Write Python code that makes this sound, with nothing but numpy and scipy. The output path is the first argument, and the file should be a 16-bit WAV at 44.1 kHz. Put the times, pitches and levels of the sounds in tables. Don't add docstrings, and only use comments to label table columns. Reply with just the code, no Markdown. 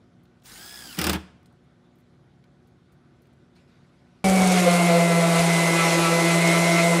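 import sys
import numpy as np
from scipy import signal
from scipy.fft import rfft, irfft, next_fast_len
from scipy.io import wavfile
from scipy.ndimage import uniform_filter1d, map_coordinates

SR = 44100
rng = np.random.default_rng(int(sys.argv[2]) if len(sys.argv) > 2 else 0)


def output_pcm(signal):
    pcm = np.clip(np.atleast_2d(signal).T, -1, 1) * 32767
    wavfile.write(sys.argv[1], SR, np.round(pcm).astype(np.int16))


def ratio(d):
    e = np.asarray(d, float) / 20
    return 10 ** e


N = 308685
T = np.arange(N) / SR
CUT_S = 4.2415
# t/s, reach away from the microphone/0-1, turned to pull back/0-1, pressure/dB
STROKE = [(4.25, 0.05, 0, -0.5), (4.5, 0, 0, 2), (4.65, 0.33, 0, 1.5), (4.9, 0.18, 0.16, 0),
          (5.2, 0.35, 0, -1.5), (5.4, 0.37, 0.24, 2), (5.6, 0.63, 0.87, 0.2), (5.85, 0.92, 0.64, 2.5),
          (6.1, 0.94, 0.7, 0.6), (6.4, 0.48, 0.82, 1.5), (6.6, 0.5, 0.53, 1.5), (6.8, 0.54, 1, 0.5),
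          (6.99, 0.57, 0.4, 0)]


def unit(x):
    return x / np.sqrt(np.mean(x ** 2) + 1e-20)


def bell(x):
    return np.exp(-.5 * x ** 2)


def along(points, hz):
    f, v = np.transpose(points)
    return np.interp(np.log(hz + 1), np.log(f + 1), v)


def curves(rows):
    s, *cols = np.transpose(rows)
    return [np.interp(T, s, c) for c in cols]


def moments(rows):
    return sum(db * bell((T - s) / width) for s, db, width in rows)


def law(near_db, reach_db, pull_db):
    reach, pull, _ = curves(STROKE)
    return near_db + reach_db * reach + pull_db * pull


def wobble(rate):
    return map_coordinates(rng.standard_normal(int(N * rate / SR) + 4), [T * rate])


def tone(turns, db):
    return np.sqrt(2) * ratio(db) * np.sin(2 * np.pi * turns)


def filtered(x, response):
    m = next_fast_len(N + SR // 2)
    return irfft(rfft(x, m) * response(np.fft.rfftfreq(m, 1 / SR)), m)[:N]


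def resonances(modes):
    return lambda f: sum((-1) ** k * ratio(db) * 1j * f * w / (c * c - f * f + 1j * f * w)
                         for k, (c, w, db) in enumerate(modes))


def rush(spectrum, patchy_db):
    z = signal.stft(rng.standard_normal(N), nperseg=512)[2]
    field = uniform_filter1d(rng.standard_normal(z.shape), size=8, axis=0)
    field = uniform_filter1d(field, size=8, axis=1)
    x = signal.istft(z * ratio(patchy_db * unit(field)), nperseg=512)[1][:N]
    return unit(filtered(x, lambda hz: ratio(along(spectrum, hz))))


def dying(spectrum, t60, size):
    hz, t, z = signal.stft(rng.standard_normal(size), SR, nperseg=128)
    level_db = along(spectrum, hz)[:, None] - 60 * t / along(t60, hz)[:, None]
    x = signal.istft(z * ratio(level_db), SR, nperseg=128)[1]
    return x / np.linalg.norm(x)


def add(track, s, x):
    part = track[round(s * SR):][:len(x)]
    part += x[:len(part)]


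def driving():
    # f/Hz, width/Hz, level/dB
    housing = [(1690, 140, -4.5), (3350, 360, -1), (5000, 302, 13.5), (5490, 300, 6), (9500, 1500, 2)]
    # f/Hz, level/dB
    whirr = [(60, -20.5), (130, -1.5), (330, -6.5), (550, -14), (780, -6), (1100, -13), (1500, -4.5),
             (1900, -9.5), (2400, -11), (4500, -9), (6500, -11), (9500, -11), (12000, -17), (16000, -10)]
    load_db = [-6, 6, -0.5]
    free_hz, sag_hz = 1730, 667
    trigger_s, spin_up_s, seated_s, sag_s = .46, 0.071, 0.97, .064
    late_db = -24
    teeth = 27.2

    t = np.clip(T, trigger_s - .03, seated_s + 0.022)
    late = np.exp((trigger_s - t) / spin_up_s)
    load = np.exp((t - seated_s) / sag_s)
    hz = free_hz * (1 - 0.6 * late) - sag_hz * load
    turns = np.cumsum(hz * (1 + 0.0033 * wobble(120))) / SR
    mesh_db = [db + late_db * late + gain * load for db, gain in zip([-57, -58.5, -56.5], load_db)]
    noise_db = -42 - 5.5 * late
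    knock = np.exp(-(turns / teeth % 1) / 0.301)

    whine = np.zeros(N)
    for k, steady in enumerate((.45, .07, .25)):
        overtone_hz = (k + 1) * hz
        lift_db = 3.5 * sum(1 / (1 + ((overtone_hz - c) / w) ** 2) for c, w, _ in housing) + 0.5
        phase = (k + 1) * turns + (0.09 + .04 * k) * wobble(150)
        whine += tone(phase, mesh_db[k] + lift_db + 1.5 * wobble(27)) * unit(steady + knock)
    whine += tone(turns, mesh_db[0] - 10.5 + 3 * wobble(32.1))
    whine += tone(0.8 * turns, mesh_db[0] - 7.0 + 3 * wobble(30))
    whine += tone(turns / teeth + .1 * np.sin(40 * T), -60.5 + 3 * wobble(14))
    whistle_db = -55 + .6 * late_db * late - 22 * np.exp((t - seated_s) / .05)
    whine += tone(4.85 * np.cumsum(hz) / SR, whistle_db + 1.1 * wobble(40))

    rattling = unit(filtered(knock ** 2 * rng.standard_normal(N), resonances(housing)))
    noise = ratio(noise_db - 1.5) * rush(whirr, patchy_db=2.0) + ratio(noise_db - 12.0 + 5 * load) * rattling
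    return (whine + noise) * np.interp(T, [.43, .465, .978, .995], [0, 1, 1, 0])


def panel_shaking():
    # t/s, level/dB
    effort = [
        (.965, -26),
        (.985, -5.5),
        (1.04, -4),
        (1.1, -0.5),
        (1.125, -7),
        (1.16, -3),
        (1.19, -22.5),
        (1.25, -35),
        (1.4, -46),
    ]
    # f/Hz, level/dB
    panel = [(90, -29.5), (130, -11), (185, 5.5), (245, -18), (310, -1), (400, -9.5), (560, -16),
             (800, -10.5), (1100, -15.5), (1400, -14), (2000, -21.5), (3500, -22.5), (7000, -67)]
    # f/Hz, level/dB
    rattle = [(900, -20.5), (1500, -5), (3000, -3), (5000, -6), (7000, -11.5), (10000, -11.5), (13000, -16),
              (16000, -19.5)]
    # f/Hz, width/Hz, level/dB
    panel_modes = [(183, 24, -1), (309, 28, -0.5)]
    boom_hz, boom_t60 = 77, 0.24

    effort_db, = curves(effort)
    started = T > effort[0][0]
    loose = ratio(-40.5 + 2.5 + 0.195 * effort_db) * rush(rattle, patchy_db=3.0)
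    x = ratio(-24.5 + effort_db) * rush(panel, patchy_db=-1.5)
    x += loose * np.interp(T, [.966, .985, 1.15, 1.175], [0, 1, 1, 0])
    x *= np.interp(T, [.968, .982, 1.4, 1.5], [0, 1, 1, 0])
    push = tone(boom_hz * T, -23.5 + 1.85 * effort_db) * started
    x += filtered(push, resonances([(boom_hz, np.log(1000) / np.pi / boom_t60, 0)]))
    shake = ratio(-25 + 19.5 + effort_db) * rng.standard_normal(N) * started * (T < effort[-1][0])
    return x + filtered(shake, resonances(panel_modes))


def hammering():
    # t/s, peak level/dB, panel level/dB
    blows = [
        (0.9877, -14, -12.5),
        (1.0136, -14.5, -14.5),
        (1.0403, -13.5, -11.5),
        (1.067, -13, -13.5),
        (1.0948, -11.5, -11),
        (1.1306, -18, -3),
        (1.1462, -33.5, -7),
        (1.1607, -45, 3),
    ]
    # f/Hz, level/dB
    crack = [(2500, -28), (4500, -1.5), (8000, 1), (10000, 0.5), (12000, -5.5), (14000, -1), (16000, -19)]
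    # f/Hz, level/dB
    strike = [(880, -23.5), (1500, -2), (2000, -11.5), (2300, -12), (2510, -7), (2720, -7.5), (4040, -11),
              (5070, -5.5), (6830, -22.5), (7760, -13.5), (12200, -22), (15100, -4.5), (16000, -22)]
    # f/Hz, t60/s
    steel_t60 = [(1500, 0.065), (5000, 0.032), (9000, 0.053), (15000, 0.02)]
    # f/Hz, level/dB
    thump = [(90, -29.5), (130, -11), (185, 5.5), (245, -18), (310, -1), (400, -9.5), (560, -16),
             (800, -10.5), (1100, -15.5), (1400, -14), (2000, -21.5), (3500, -22.5), (7000, -67)]

    x = panel_shaking()
    for s, db, panel_db in blows:
        ringing = dying(strike, steel_t60, size=4096)
        ringing *= 1 - np.exp(-np.arange(len(ringing)) / SR / .0006)
        rebound = dying(strike, steel_t60, size=4096)
        shaken = dying(thump, [(300, 0.033), (3000, 0.075)], size=8192)
        add(x, s + 0.0007, ratio(db + 7.5) * dying(crack, [(8000, 0.014)], size=1024))
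        add(x, s + 0.00097, ratio(db + 15.0) * ringing)
        add(x, s + 0.0072, ratio(db + 6.0) * rebound)
        add(x, s + 0.00287, ratio(db + panel_db + 16.5) * shaken)
    t = np.arange(SR // 40) / SR
    for s, *_ in blows[1:5]:
        drift = 0.47 * np.cumsum(rng.standard_normal(len(t))) / 4
        swell = ratio(-20 - 60 * t / 0.015) * (1 - np.exp(-t / 0.0013))
        add(x, s - .0074, swell * np.sin(2 * np.pi * 5050 * t + drift))
    return x


def motor(turns):
    shaft_law = {1: (-18, -6.5, 0.1), 2: (-40.5, 3.6, 6.2), 3: (-37, 13.5, -12.5), 4: (-28.5, -10.5, -0.1),
                 12: (-32.5, 0.1, 4.7), 13: (-48, -1, 8.9)}
    order_swells = {2: [(4.9, 2.5, .1), (5.6, -1.5, 0.19), (5.98, 6, 0.012), (6.05, 4, 0.24),
                    (6.27, 4.5, 0.027), (6.65, 1, .06)], 3: [(4.3, 6, 0.058), (4.68, 2, .025),
                    (5.0, 6, .07), (5.4, -3, 0.13), (5.8, 0, .1), (6.15, 5, .1)], 4: [(4.27, 1.5, 0.044),
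                    (4.82, 0, .1), (5.4, 4.5, 0.12), (5.7, 3.5, 0.091), (6.08, 4, 0.097), (6.75, 2, .1)]}
    # t/s, level/dB, half width/s
    shades = [(4.33, -6.5, 0.021), (4.38, 5, 0.012), (4.47, -4, 0.02), (4.6, -6, 0.052), (5.3, -7, 0.028),
              (5.455, -13, 0.018), (6.05, -28.5, 0.03), (6.16, -2.5, .05), (6.29, -2, 0.01),
              (6.58, 1.5, 0.012), (6.82, -13, 0.0059)]
    # t/s, level/dB, half width/s
    strain = [
        (4.97, 7.5, 0.26),
        (5.5, 8.5, 0.17),
        (5.83, 10, 0.081),
        (6.25, 13.5, 0.043),
        (6.47, 13, 0.065),
        (6.72, 11.5, 0.16),
    ]
    # t/s, level/dB, half width/s
    lower_fade = [
        (5.76, -15.5, 0.23),
        (4.4, 1, 0.032),
    ]

    db = {k: law(*row) + moments(order_swells.get(k, [])) for k, row in shaft_law.items()}
    bars_db = db[12] + moments(shades)
    upper_db = db[13] + moments(shades) + moments(strain)
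    mains = 120 * T
    x = tone(turns, db[1] + .5 * wobble(25))
    x += tone(2 * turns, db[2] + 0.62 * wobble(6.9))
    x += tone(3 * turns, db[3] + 0.91 * wobble(16))
    x += tone(4 * turns, db[4] + 1.1 * wobble(20))
    x += tone(6 * turns, -46 + 0.74 * wobble(4.84))
    bars = 12 * turns + 0.022 * wobble(44)
    x += tone(bars, bars_db + 1.06 * wobble(30))
    x += tone(bars + mains, upper_db + 2.0 * wobble(25))
    x += tone(bars - mains, -41 + moments(lower_fade) + 2 * wobble(11))
    x += tone(2 * bars, bars_db - 22.5 + 2.3 * wobble(8.2))
    return x + tone(2 * bars - mains, bars_db - 22 + 2.8 * wobble(7.9))


def chatter(shaft, spin_hz):
    pad_law = {2: (-33.5, -1, 2.2), 3: (-26.5, -16.5, -6), 4: (-23, -14.5, 0.1), 6: (-39, 5, -0.81),
               8: (-39.5, 0.1, 0.1)}
    # overtone, level over the eighth/dB
    pad_top = [(9, -10.5), (11, -14), (12, -14.5), (14, -8.5), (15, -7), (18, -17), (23, -14.5), (26, -14)]
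    # t/s, spins per order, spins more, spread/spins
    pad_lag = [(4.25, .9, .3, 1), (4.65, .9, .3, .9), (4.8, .85, .1, .6), (5.25, .85, 0, .6),
               (5.5, .9, -.3, .75), (5.9, 1.3, -3.7, 1), (6.15, 1.1, -1.5, .85), (6.45, .85, 0, .6),
               (6.7, .85, .1, .6), (6.99, .88, .1, .7)]
    strand_shift = {2: .6, 3: .05, 4: -.4, 6: .6}
    slap_start = {2: .11, 3: -.54, 4: -.71}
    own_bend = {2: .6, 3: -.06}
    # t/s, share, half width/s
    twin = [
        (4.8, .65, .3),
        (6.75, .35, .3),
    ]
    overtone_swells = {2: [(4.33, -8, .06), (4.65, 1, 0.039), (5.0, -3, .1), (5.5, -7, .12), (5.95, -9, 0.22),
                       (6.7, 0, .15)], 3: [(4.72, -5, .04), (5.1, 0.5, .2), (5.5, -2, 0.073), (6.5, -8, 0.22)],
                       4: [(4.9, 1, .15), (5.4, -3.5, .08), (5.65, -10, 0.16), (6.08, 1, 0.087), (6.77, 4.5, 0.084)],
                       5: [(4.73, -8, .05), (4.9, 6, .06), (5.47, 8.5, 0.046), (5.85, 3.5, 0.091), (6.2, 3, 0.056),
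                       (6.63, -6, .06), (6.87, -4, .04), (6.98, 3, .03)]}
    # t/s, level/dB, half width/s
    rocks = [(4.7, 4, 0.057), (4.88, 1, 0.069), (5.05, -6, 0.017), (5.13, 4.5, 0.03), (5.27, 3.5, 0.046),
             (5.375, 8.5, 0.016), (5.45, -17, .04), (5.62, 0, .03), (5.8, 14, 0.03), (6.055, 13.5, 0.034),
             (6.13, 8, 0.01), (6.31, 6, 0.028), (6.4, -8, .03), (6.48, -1, .03), (6.55, 9.5, 0.024),
             (6.7, -3, 0.023), (6.79, 13, 0.023), (6.88, -10, 0.025)]
    # t/s, level/dB, half width/s
    grabs = [
        (4.675, 20.5, 0.015),
        (4.97, 6.5, 0.083),
        (5.27, 11, 0.029),
        (6.1, 14.5, 0.15),
        (6.78, 4, 0.092),
        (6.95, 20, 0.057),
    ]
    lag_share = .87
    skirt, skirt_wider = .2, 3.5

    loose_db = -15 * np.clip((4.5 + 0.19 - T) / 0.19, 0, 1)
    second_db, third_db, fourth_db, sixth_db, eighth_db = (law(*row) + loose_db for row in pad_law.values())
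    flat_db, rock_db = moments(grabs), moments(rocks)
    eighth_db = eighth_db + rock_db
    low = {2: second_db, 3: third_db + flat_db, 4: fourth_db + 0.15 * flat_db, 5: sixth_db - 3.5,
           6: sixth_db, 7: eighth_db - 4.5, 8: eighth_db}
    spin = np.cumsum(spin_hz + 0.1547 * wobble(14)) / SR
    shop = T > CUT_S
    per_order, more, wide = (curve[shop] for curve in curves(pad_lag))

    x = np.zeros(N)
    for k, db in low.items():
        lag = np.arange(-3, k + 4)[:, None]
        off = (lag - (k * per_order + more + strand_shift.get(k, 0))) / wide
        share = bell(off) + skirt * bell(off / skirt_wider)
        if k == 4:
            share += moments(twin)[shop] * np.exp(-.5 * (off - 2 / wide) ** 2 * 3)
        share *= lag != 0
        start = slap_start.get(k, rng.random()) + own_bend.get(k, .21) * (lag - round(lag_share * k)) ** 2
        slipping = k * shaft + 0.021 * k * wobble(30)
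        level_db = db + moments(overtone_swells.get(k, [])) + 1.5 * wobble(24)
        strands = tone(slipping[shop] - lag * spin[shop] + start, level_db[shop])
        x[shop] += (share * strands).sum(axis=0) / np.sqrt((share ** 2).sum(axis=0))

    order, over_db = np.transpose(pad_top)
    top_db = eighth_db - (1 - .45) * rock_db + 3.0
    for k in range(9, 27):
        slap = k * shaft - round(lag_share * k) * spin + 0.011 * k * wobble(30) + rng.random()
        swell = 1 + .3 * np.cos(2 * np.pi * (spin + rng.random()))
        x += tone(slap, top_db + np.interp(k, order, over_db) + 2.0 * wobble(24)) * swell
    return x


def sander():
    # t/s, shaft f/Hz, free spin of the pad f/Hz
    speed = [(4.25, 191.5, 2.6), (4.47, 185.2, 4.3), (4.72, 176.9, 4.75), (4.97, 172.9, 4.65),
             (5.22, 170.7, 4.6), (5.48, 169.4, 4.4), (5.72, 168.7, 4.05), (5.98, 168.5, 3.85),
             (6.22, 169.1, 3.9), (6.48, 170.2, 4.15), (6.72, 171.2, 4.3), (6.99, 171.7, 4.3)]
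    noise_law = {"board": (-28.5, -1.05, -0.1), "grit": (-33.5, 1, 2.1), "fan": (-32.5, 1, 0.68)}
    # f/Hz, level/dB
    board = [(30, -80), (70, -55), (110, -33), (230, -13), (300, -6.5), (370, 2.5), (410, -0.5),
             (450, -1.5), (600, 2), (900, -4.5), (1500, -6.5), (1900, -19.5), (3000, -17.5), (5000, -71)]
    # f/Hz, level/dB
    grit = [(1060, -65), (1800, -5.5), (1930, -12), (1980, -2), (2090, -3), (2300, -3), (2980, -9),
            (6500, -14.5), (8450, -21), (14300, -120)]
    # f/Hz, level/dB
    fan = [(2650, -5), (4500, -4), (5330, -3.5), (8290, 0), (10300, -2.5), (12500, -11.5), (14400, -20.5),
           (15400, -30.5), (16000, -48)]
    # f/Hz, level/dB
    settle = [(30, -24), (70, 0.5), (110, -8), (200, 0), (300, -8), (420, -7), (600, -7), (1200, -37)]
    # t/s, peak level/dB
    bumps = [
        (4.29, -33),
        (4.529, -48),
        (4.609, -49.5),
        (5.39, -34),
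        (5.989, -44),
        (6.488, -46),
        (6.839, -45),
        (6.979, -48),
    ]
    # t/s, peak level/dB, t60/s
    scuffs = [(4.2867, -21.5, .02), (4.298, -17, .02), (4.36, -20, 0.027), (4.4194, -16.5, 0.0177),
              (4.473, -16.5, 0.029), (4.517, -16, .035), (4.523, -17, .025), (4.593, -20, .04),
              (4.601, -17, 0.028), (4.7118, -17, .03), (6.3496, -22, .03), (6.475, -16.5, .03),
              (6.515, -20, .03), (6.6194, -22, .03)]

    hz, spin_hz = curves(speed)
    turns = np.cumsum(hz) / SR
    board_db, grit_db, fan_db = (law(*row) for row in noise_law.values())
    hand_db = curves(STROKE)[2]
    press = wobble(12)
    orbit = np.cos(2 * np.pi * turns) + 0.13 * np.cos(4 * np.pi * turns)

    board_db = board_db + 0.96 * hand_db + 0.35 * press + 0.45 * wobble(7.2)
    grit_db = grit_db + hand_db + 0.43 * press + 0.89 * wobble(16)
    fan_db = fan_db + 0.37 * hand_db + 0.2 * press + 0.7 * wobble(90) + 0.3 * wobble(9)
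    x = ratio(board_db) * rush(board, patchy_db=0.5)
    x += ratio(grit_db) * unit((1 + 0.048 * orbit) * rush(grit, patchy_db=2.0))
    x += ratio(fan_db) * unit((1 + 0.17 * orbit) * rush(fan, patchy_db=1.1))
    shudder_db = -29.5 - 120 * np.clip(T - 4.47, 0, 1) + 2.8 * wobble(25.1)
    x += ratio(shudder_db) * rush(settle, patchy_db=-3.5)
    x += tone(409.3 * T + 0.27 * wobble(30), law(-37, -8.5, 0) + 2.2 * wobble(15))

    t = np.arange(SR // 8) / SR
    for s, db in bumps:
        thud = ratio(db + 13.5 - 60 * t / 0.046) * (1 - np.exp(-t / 0.0029)) * np.sin(2 * np.pi * 78 * t)
        add(x, s, thud)
        add(x, s, ratio(db + 28) * dying(settle, [(300, 0.072)], size=4096))
    for s, db, t60 in scuffs:
        add(x, s, ratio(db + 12.0) * dying(fan, [(8000, t60)], size=4096))
    x += motor(turns) + chatter(turns, spin_hz)
    return filtered(x, lambda f: np.clip((15450 - f) / 200 + 1, 0, 1))


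def footsteps():
    # t/s, peak level/dB, t60/s
    steps = [
        (2.9, -75, 0.476),
        (3.18, -80.5, 1.4),
        (3.55, -59, 0.34),
        (3.67, -71.5, 3.9),
        (4.05, -80, 3.4),
    ]
    # f/Hz, level/dB
    grass = [(1200, -1.5), (2500, 3), (3300, -4), (4600, -1), (7000, -12), (11500, -19), (13000, -30),
             (16000, -45)]
    swish = np.zeros(N)
    for s, db, t60 in steps:
        swish += ratio(db - 60 * np.abs(T - s) / t60) * (1 - np.exp(-np.clip(T - s, 0, None) / 0.01))
    return swish * ratio(1.23 * wobble(90)) * rush(grass, patchy_db=3.5)


def clicks_and_rustles():
    # t/s, peak level/dB, f/Hz
    clicks = [(0.2543, -56.5, 3350), (0.3994, -61, 3870), (0.4199, -62, 7900), (0.4234, -54.5, 3950),
              (0.4574, -40, 5300), (1.4586, -51.5, 4550), (2.4404, -55, 3450), (2.4410, -60, 4800),
              (3.255, -57, 2400), (1.43, -62, 75), (3.27, -62.5, 72)]
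    # t/s, peak level/dB, f/Hz
    leaves = [(0.0394, -76, 8150), (0.2339, -61, 12500), (1.4581, -55, 8630), (1.5244, -65, 9800),
              (1.6394, -73, 9680), (1.9555, -63, 13100), (1.9849, -63, 12400), (2.0023, -62, 12700),
              (2.6728, -62, 11400), (2.9223, -59, 11500), (3.2196, -58.5, 11500), (3.3294, -65, 8800),
              (3.5553, -67, 12200)]
    x = np.zeros(N)
    for rows, t60 in (clicks, .028), (leaves, .07):
        for s, db, hz in rows:
            colour = [(hz / 5, -16), (hz / 1.4, -6), (hz, 0), (hz * 1.19, -6), (hz * 3, -24)]
            add(x, s, ratio(db + 13.0) * dying(colour, [(1000, t60)], size=4096))
    return x


def evening():
    # f/Hz, level/dB
    drones = [(118.4, -64.5), (140.0, -59.5), (177.6, -60.5), (242.2, -61), (323, -77), (360.7, -69),
              (559.9, -75), (597.5, -77.5), (721.4, -75.5), (1491, -80)]
    # f/Hz, level/dB, t/s, half width/s
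    far_whine = (1020, -77, 3.97, .13)
    # f/Hz, level/dB
    hum = [(15, -54), (25, -27), (59, -4), (91, -3), (180, -4.5), (205, -6), (241, -10), (368, -8.5),
           (392, -14), (570, -18.5), (1200, -42), (1560, -57.5), (2640, -120)]
    # f/Hz, level/dB
    air = [(410, -37.5), (700, -3), (871, -8.5), (1080, -9), (1180, -7.5), (1520, -7), (1640, -11.5),
           (2020, -12), (2670, -18), (3510, -16.5), (6470, -26.5), (9920, -32.5), (11000, -31.5),
           (14300, -57.5), (22000, -120)]
    x = sum(tone(hz * T + 0.1095 * wobble(5), db - 5.0 + 2 * wobble(7.1)) for hz, db in drones)
    hz, db, s, width = far_whine
    x += tone(hz * T + .25 * wobble(30), db) * bell((T - s) / width)
    x += ratio(-59.5 + .7 * wobble(3.4)) * rush(hum, patchy_db=0.3)
    return x + ratio(-69 + 0.51 * wobble(1.0)) * rush(air, patchy_db=1.5)


def scene():
    # f/Hz, t60/s
    yard_t60 = [(100, 0.42), (2000, 0.59), (8000, 0.41), (15000, 0.19)]
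    near = driving() + hammering() + footsteps() + clicks_and_rustles()
    walls = np.pad(dying([(100, 4.1), (15000, 1)], yard_t60, size=32768), (700, 0))
    yard = near + ratio(-20.5) * signal.fftconvolve(near, walls)[:N] + evening()
    shop = np.clip((T - CUT_S) / 0.00068, 0, 1)
    return ((1 - shop) * yard + shop * sander())[None]


def top_cut(x):
    return signal.sosfilt(signal.butter(12, 16520, fs=SR, output="sos"), x)


def record(dry):
    def microphone(hz):
        return np.clip((15830 - hz) / 250, 0, 1) * (1j * hz / (45 + 1j * hz)) ** 2
    return top_cut(filtered(dry[0], microphone)[None])


dry = scene()
out = record(dry)
output_pcm(out)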